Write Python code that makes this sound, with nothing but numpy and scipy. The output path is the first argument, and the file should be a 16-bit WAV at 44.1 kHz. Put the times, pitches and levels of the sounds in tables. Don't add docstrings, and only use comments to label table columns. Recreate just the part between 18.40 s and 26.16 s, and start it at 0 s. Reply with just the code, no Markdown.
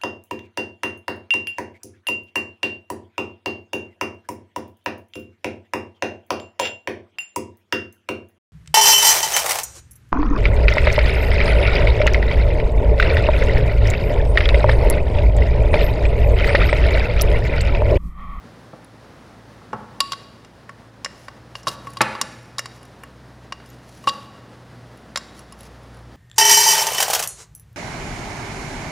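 import sys
import numpy as np
from scipy import signal
from scipy.fft import rfft, irfft
from scipy.io import wavfile

SR = 44100
rng = np.random.default_rng(int(sys.argv[2]) if len(sys.argv) > 2 else 0)


def master(y):
    cut = np.clip(np.atleast_2d(y).T, -1, 1)
    pcm = np.round(cut * 32767)
    wavfile.write(sys.argv[1], SR, pcm.astype(np.int16))


N = 342216

# (frequency [Hz], relative level [dB], free decay by 60 dB [s])
TUBE_MODES = [(1110, 0, .13), (2822, 0, .075), (4675, 0, .05), (560, -9, .05), (1230, -12, .02),
              (1450, -1, .02), (1790, -3, .03), (2050, -11, .02), (3340, -8, .04), (3830, 0, .035),
              (4250, -8, .03), (5150, -4, .08), (5420, -3, .07), (5780, -5, .06), (6600, -10, .04),
              (6950, -3, .05), (7310, -3, .06), (8200, -7, .04), (9120, -8, .03), (9850, -1, .025),
              (10300, -6, .03), (11900, -6, .02), (12350, -1, .04), (13700, -9, .04), (14500, -10, .04)]
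SPREAD_DB = 1.2
STRIKE_CONTACT_S = 0.00065


def from_db(db):
    return 10 ** (np.asarray(db) / 20)


def rms_one(x):
    return x / np.sqrt(np.mean(x ** 2) + 1e-20)


def in_time(rows):
    s, *columns = np.transpose(rows)
    return [np.interp(np.arange(N) / SR, s, column) for column in columns]


def at_hz(points, hz):
    point_hz, values = np.transpose(points)
    return np.interp(np.log(hz + 1e-9), np.log(point_hz), values)


def coloured(x, spectrum):
    gain = from_db(at_hz(spectrum, np.fft.rfftfreq(N, 1 / SR)))
    return rms_one(irfft(rfft(x) * gain, N))


def drift(rate_hz):
    lowpass = signal.butter(2, rate_hz, fs=SR, output="sos")
    return rms_one(signal.sosfilt(lowpass, rng.standard_normal(N + SR))[SR:])


def dying(length, t60):
    return from_db(-60 * np.arange(length) / SR / t60)


def add(out, s, sound):
    i = round(s * SR)
    out[i:i + len(sound)] += sound[:N - i]


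def struck(hz, level_db, t60, contact_s):
    t = np.arange(SR // 3) / SR
    envelopes = from_db(level_db[:, None] - 60 * t / t60[:, None])
    modes = envelopes * np.sin(2 * np.pi * hz[:, None] * t)
    swell = np.sin(np.pi / 2 * np.clip(t / contact_s, 0, 1)) ** 2
    return modes.sum(axis=0) * swell


def clinks():
    # (time [s], first bending note [dB], second [dB], upper [dB], clack [dB],
    # wall ring at the pivot [dB], wall brightness [dB per octave], ring factor the grip leaves the first note)
    contacts = [(1.33, -28, -38, -54, -60, -46, -3, .65), (1.6037, -13, -11.5, -7, -12, -18.5, 7, 1.33),
                (1.72, -18.5, -26, -16.5, -50, -25.5, 2, 0.62), (1.7318, -26, -39, -24, -21.5, -37, 1, .42),
                (2.047, -46, -45, -47, -40, -49, -1, .4), (2.2928, -31.5, -43, -46, -24.5, -47, 2, 0.67),
                (2.6463, -22, -24.5, -23, -21.5, -18.5, -8.5, 0.33),
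                (2.66, -44, -32, -44, -16.5, -41, -2, 0.5), (2.8824, -24.5, -38, -37, -23.5, -45, 3, 0.23),
                (3.153, -20, -25.5, -28.5, -25.5, -35.5, -10, 0.13),
                (3.231, -49, -64, -57, -49, -42.5, -3, .4), (3.2697, -14, -23.5, -27, -32, -30, -3, 0.62),
                (3.2734, -39, -23, -22.5, -28, -27.5, 2, .4),
                (3.281, -15.5, -40, -17.5, -27, -25.5, 4.5, 0.53),
                (3.2886, -33, -25, -28, -35, -31.5, 10, 0.49), (3.47, -27.5, -41, -44, -27, -49, 12, .94),
                (3.57, -23.5, -34, -27, -29, -38, 4, 0.44), (3.615, -12, -31, -15, -15, -18.5, 9, 0.61),
                (3.751, -19, -33, -33.5, -29, -45, -2, .28),
                (3.8131, -13.5, -23, -17, -16.5, -17, 5.5, .24),
                (4.183, -19.5, -49, -19.5, -44, -22, -3, 0.31), (4.1919, -47, -23.5, -32, -15, -23, 5, .34),
                (4.257, -23.5, -35, -28, -28, -33.5, 1, 0.19), (4.635, -32, -36, -62, -26.5, -50, 18, .49),
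                (5.1227, -16.5, -25.5, -28.5, -18.5, -33, -5.5, 0.19),
                (5.201, -46, -46, -49, -34, -63, 3, .33), (5.64, -33.5, -42, -48, -39, -51, 11, 0.63),
                (5.6715, -32, -36, -25, -33, -33, -6, 0.5), (5.674, -6, -24.5, -21, -23, -31, 3, 0.75),
                (5.679, -42, -15.5, -21, -38, -31, -4, .32), (5.6872, -19, -23, -20, -30, -26, 2, .4),
                (5.693, -42, -21, -17.5, -23, -31, 2, .34), (5.7375, -47, -56, -52, -41, -47, 4, .4),
                (6.7582, -23.5, -31, -15.5, -12, -22.5, -2, 0.19),
                (6.7728, -22, -31, -22, -20, -22, 1.5, .31)]
    edges = [950, 1280, 2200, 3100, 4400, 4950, 6100, 7650, 11000, 15000]
    cracking = (1, 3, 4, 5, 6)
    upper_share = [-1, -2]
    wall_share = [0.5, -4, -1.5, -16]
    pivot_hz = 5500
    wall_ring = 0.6
    bend_detune, wall_detune = 0.0033, 0.0075

    out = np.zeros(N)
    hz, mode_db, t60 = np.transpose(TUBE_MODES)
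    family = np.searchsorted(edges, hz) - 1
    family[hz < edges[0]] = 1
    scatter = np.where(family < 5, bend_detune, wall_detune)
    bands = [signal.butter(3, edge, "band", fs=SR, output="sos") for edge in zip(edges, edges[1:])]
    wall_centre_hz = np.sqrt(np.multiply(edges[5:-1], edges[6:]))
    octaves = np.log2(wall_centre_hz / pivot_hz)

    for s, first_db, second_db, upper_db, clack_db, wall_db, tilt_db, bend_ring in contacts:
        upper_dbs = np.add(upper_db, upper_share)
        wall_dbs = wall_db + tilt_db * octaves + wall_share
        family_db = np.array([first_db, clack_db, second_db, *upper_dbs, *wall_dbs])
        louder, detune = rng.standard_normal((2, len(hz)))
        level_db = family_db[family] + mode_db + SPREAD_DB * louder
        ring = np.where(family == 0, bend_ring, wall_ring)
        add(out, s, struck(hz * (1 + scatter * detune), level_db, t60 * ring, STRIKE_CONTACT_S))
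        crack = rng.standard_normal(SR // 20) * dying(SR // 20, t60=0.031)
        for k in cracking:
            add(out, s, from_db(family_db[k] + 4.5) * signal.sosfilt(bands[k], crack))
    return signal.sosfilt(signal.butter(2, 400, "high", fs=SR, output="sos"), out)


def bumps():
    # (time [s], relative level [dB], sharpness as upper cutoff [Hz])
    blows = [(0.3317, -26, 825), (1.217, -45, 1200), (1.33, -15, 1110), (3.2698, -17.5, 1240),
             (3.607, -6.5, 2600), (5.6717, -18, 980)]
    # (frequency [Hz], relative level [dB], decay by 60 dB [s])
    tile_modes = [(122.3, -9.5, 0.21), (212, -12, 0.18), (321.6, -7.5, 0.099), (533, -9, 0.11),
                  (691, 0, 0.026), (860, 2.5, 0.056), (1154, 6.5, 0.029), (1315, -0.5, 0.083),
                  (1364, -4, 0.1), (1670, 3.5, 0.019), (2110, -12, .03), (2780, -5, .03), (2900, -21, .03),
                  (3540, -8, .03)]
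    out = np.zeros(N)
    hz, mode_db, t60 = np.transpose(tile_modes)
    for s, blow_db, sharp_hz in blows:
        level_db = mode_db + SPREAD_DB * rng.standard_normal(len(hz))
        rattle = rng.standard_normal(SR // 3) * dying(SR // 3, t60=0.097)
        body = struck(hz, level_db, t60, STRIKE_CONTACT_S) + from_db(11.0) * rattle
        soft = signal.butter(3, [110, sharp_hz], "band", fs=SR, output="sos")
        add(out, s, -from_db(blow_db - 6.0) * signal.sosfilt(soft, body))
    return out


def ticks():
    # (time [s], relative level [dB], resonance [Hz])
    touches = [(0.445, -39, 10000), (3.504, -35, 9910), (3.5342, -30.5, 9800), (3.586, -36, 9650),
               (4.03, -46, 9700), (4.056, -44, 9800), (4.4293, -35, 9800), (4.4522, -36, 9800),
               (4.4777, -47, 9790), (4.592, -54, 10200), (5.2599, -38, 9700), (5.2894, -41, 12600),
               (5.301, -39, 12600), (5.388, -50, 9900), (5.5897, -43, 9600), (6.5735, -39, 9700),
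               (6.992, -29, 10400), (7.1234, -28.5, 10100), (7.1891, -39, 10100), (7.207, -30.5, 10500),
               (7.231, -38, 10700), (7.433, -48, 10000), (7.545, -44, 10200), (7.57, -47, 10200),
               (7.59, -48, 10300)]
    out = np.zeros(N)
    hz, mode_db, t60 = np.transpose(TUBE_MODES)
    wide_band = signal.butter(2, [2500, 13000], "band", fs=SR, output="sos")
    for s, touch_db, top_hz in touches:
        crack = rng.standard_normal(SR // 20) * dying(SR // 20, t60=0.017)
        wide = signal.sosfilt(wide_band, crack)
        resonance = signal.iirpeak(top_hz, 12, fs=SR)
        narrow = signal.lfilter(*resonance, signal.lfilter(*resonance, crack))
        add(out, s, from_db(touch_db) * (0.04 * wide + 1.93 * narrow))
        ring_db = touch_db - 19 + mode_db + 4.8 * rng.standard_normal(len(hz))
        add(out, s, struck(hz, ring_db, 0.51 * t60, contact_s=0.00038))
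    return out


def slide():
    # (start [s], length [s], relative level [dB])
    stroke_rows = [(2.72, .19, -61), (3.143, .08, -55), (3.252, .11, -46.5), (3.358, 0.27, -61.5),
                   (4.31, .09, -64), (5.227, 0.17, -63.5), (5.375, 0.55, -58.5), (6.94, .09, -56),
                   (7.17, 0.13, -57)]
    # (frequency [Hz], relative density [dB per Hz])
    friction_colour = [(2000, -6), (3500, -8), (6000, -6.5), (11200, -22), (14300, -18), (16000, -29)]
    rise, fall = 0.3, 0.31

    unevenness_db = 3.1 * np.minimum(rng.exponential(1, N), 5.5)
    patches_db = 2.3 * drift(60)
    grains = rng.standard_normal(N) * from_db(unevenness_db + patches_db)
    strokes = np.zeros(N)
    for s, length, db in stroke_rows:
        progress = (np.arange(N) / SR - s) / length
        strokes += from_db(db) * np.interp(progress, [0, rise, 1 - fall, 1], [0, 1, 1, 0])
    mic_peak = rms_one(signal.lfilter(*signal.iirpeak(10100, 14.0, fs=SR), grains))
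    return strokes * (from_db(4.5) * coloured(grains, friction_colour) + from_db(-7.5) * mic_peak)


def room(x):
    # (frequency [Hz], decay by 60 dB [s])
    wall_t60 = [(100, 1.56), (700, 0.8), (3000, 1.09), (6000, 0.59), (14000, 1.1)]
    length = int(1.5 * SR)
    tail = np.zeros(length)
    for hz in 62.5 * 2. ** np.arange(9):
        edges = [hz / np.sqrt(2), min(hz * np.sqrt(2), SR / 2.1)]
        octave = signal.butter(2, edges, "band", fs=SR, output="sos")
        noise = signal.sosfilt(octave, rng.standard_normal(length))
        tail += noise * dying(length, at_hz(wall_t60, hz))
    build_up = np.clip((np.arange(length) / SR - .008) / 0.0079, 0, 1)
    return signal.fftconvolve(x, tail * build_up / 10)[:N]


def engine():
    # (time [s], firing rate [Hz], first order [dB rms], second order [dB rms])
    course = [(0, 57, -64, -55), (.9, 56, -58, -52), (1.7, 57, -58, -54), (2.3, 57, -61, -53),
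              (2.7, 58.5, -58, -54.5), (3.3, 59.5, -53, -49.5), (4, 60, -59, -46.5), (4.6, 60.5, -54, -52),
              (5.3, 61, -51, -49.5), (5.8, 60, -64, -51), (6.4, 60, -57, -46), (6.8, 59.5, -52.5, -57),
              (7.3, 59, -48.5, -51.5), (7.76, 59, -45, -48)]
    hz, first_db, second_db = in_time(course)
    turn = 2 * np.pi * np.cumsum(hz * (1 + 0.0072 * drift(3.0))) / SR
    first = from_db(first_db + 1.0 * drift(9.0)) * np.sin(turn)
    second = from_db(second_db + 1.3 * drift(3.1)) * np.sin(2 * turn)
    return np.sqrt(2) * (first + second)


def rush():
    # (frequency [Hz], relative density [dB per Hz])
    rush_colour = [(30, -25), (42, -32), (55, -14.5), (90, -8), (130, -7.5), (230, -7), (400, -14),
                   (500, -12), (1100, -18), (1940, -22), (2300, -27.5), (5000, -32), (8000, -41.5),
                   (10000, -40), (11500, -48), (16000, -50)]
    # (time [s], level [dB rms])
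    swell = [(0, -45.5), (1.2, -44.5), (2.2, -47.5), (3.5, -44.5), (5, -46.5), (6.3, -45), (7.76, -45)]
    level_db = in_time(swell)[0] + 0.79 * drift(9)
    return from_db(level_db) * coloured(rng.standard_normal(N), rush_colour)


def scene():
    # (low edge, high edge [Hz])
    send_band = (696, 8200)
    glass_wet_db, tile_wet_db = -29.5, -21.5
    glass, tile = clinks() + ticks(), bumps()
    sent = signal.lfilter(*signal.butter(1, send_band, "band", fs=SR), glass)
    tail = room(from_db(glass_wet_db) * sent + from_db(tile_wet_db) * tile)
    mono = glass + tile + slide() + tail + engine() + rush()
    return np.stack([mono, mono])


def record(dry):
    top_cut = signal.ellip(12, .5, 90, 15900, fs=SR, output="sos")
    return signal.sosfilt(top_cut, np.clip(dry, -.95, .95))


dry = scene()
out = record(dry)
master(out)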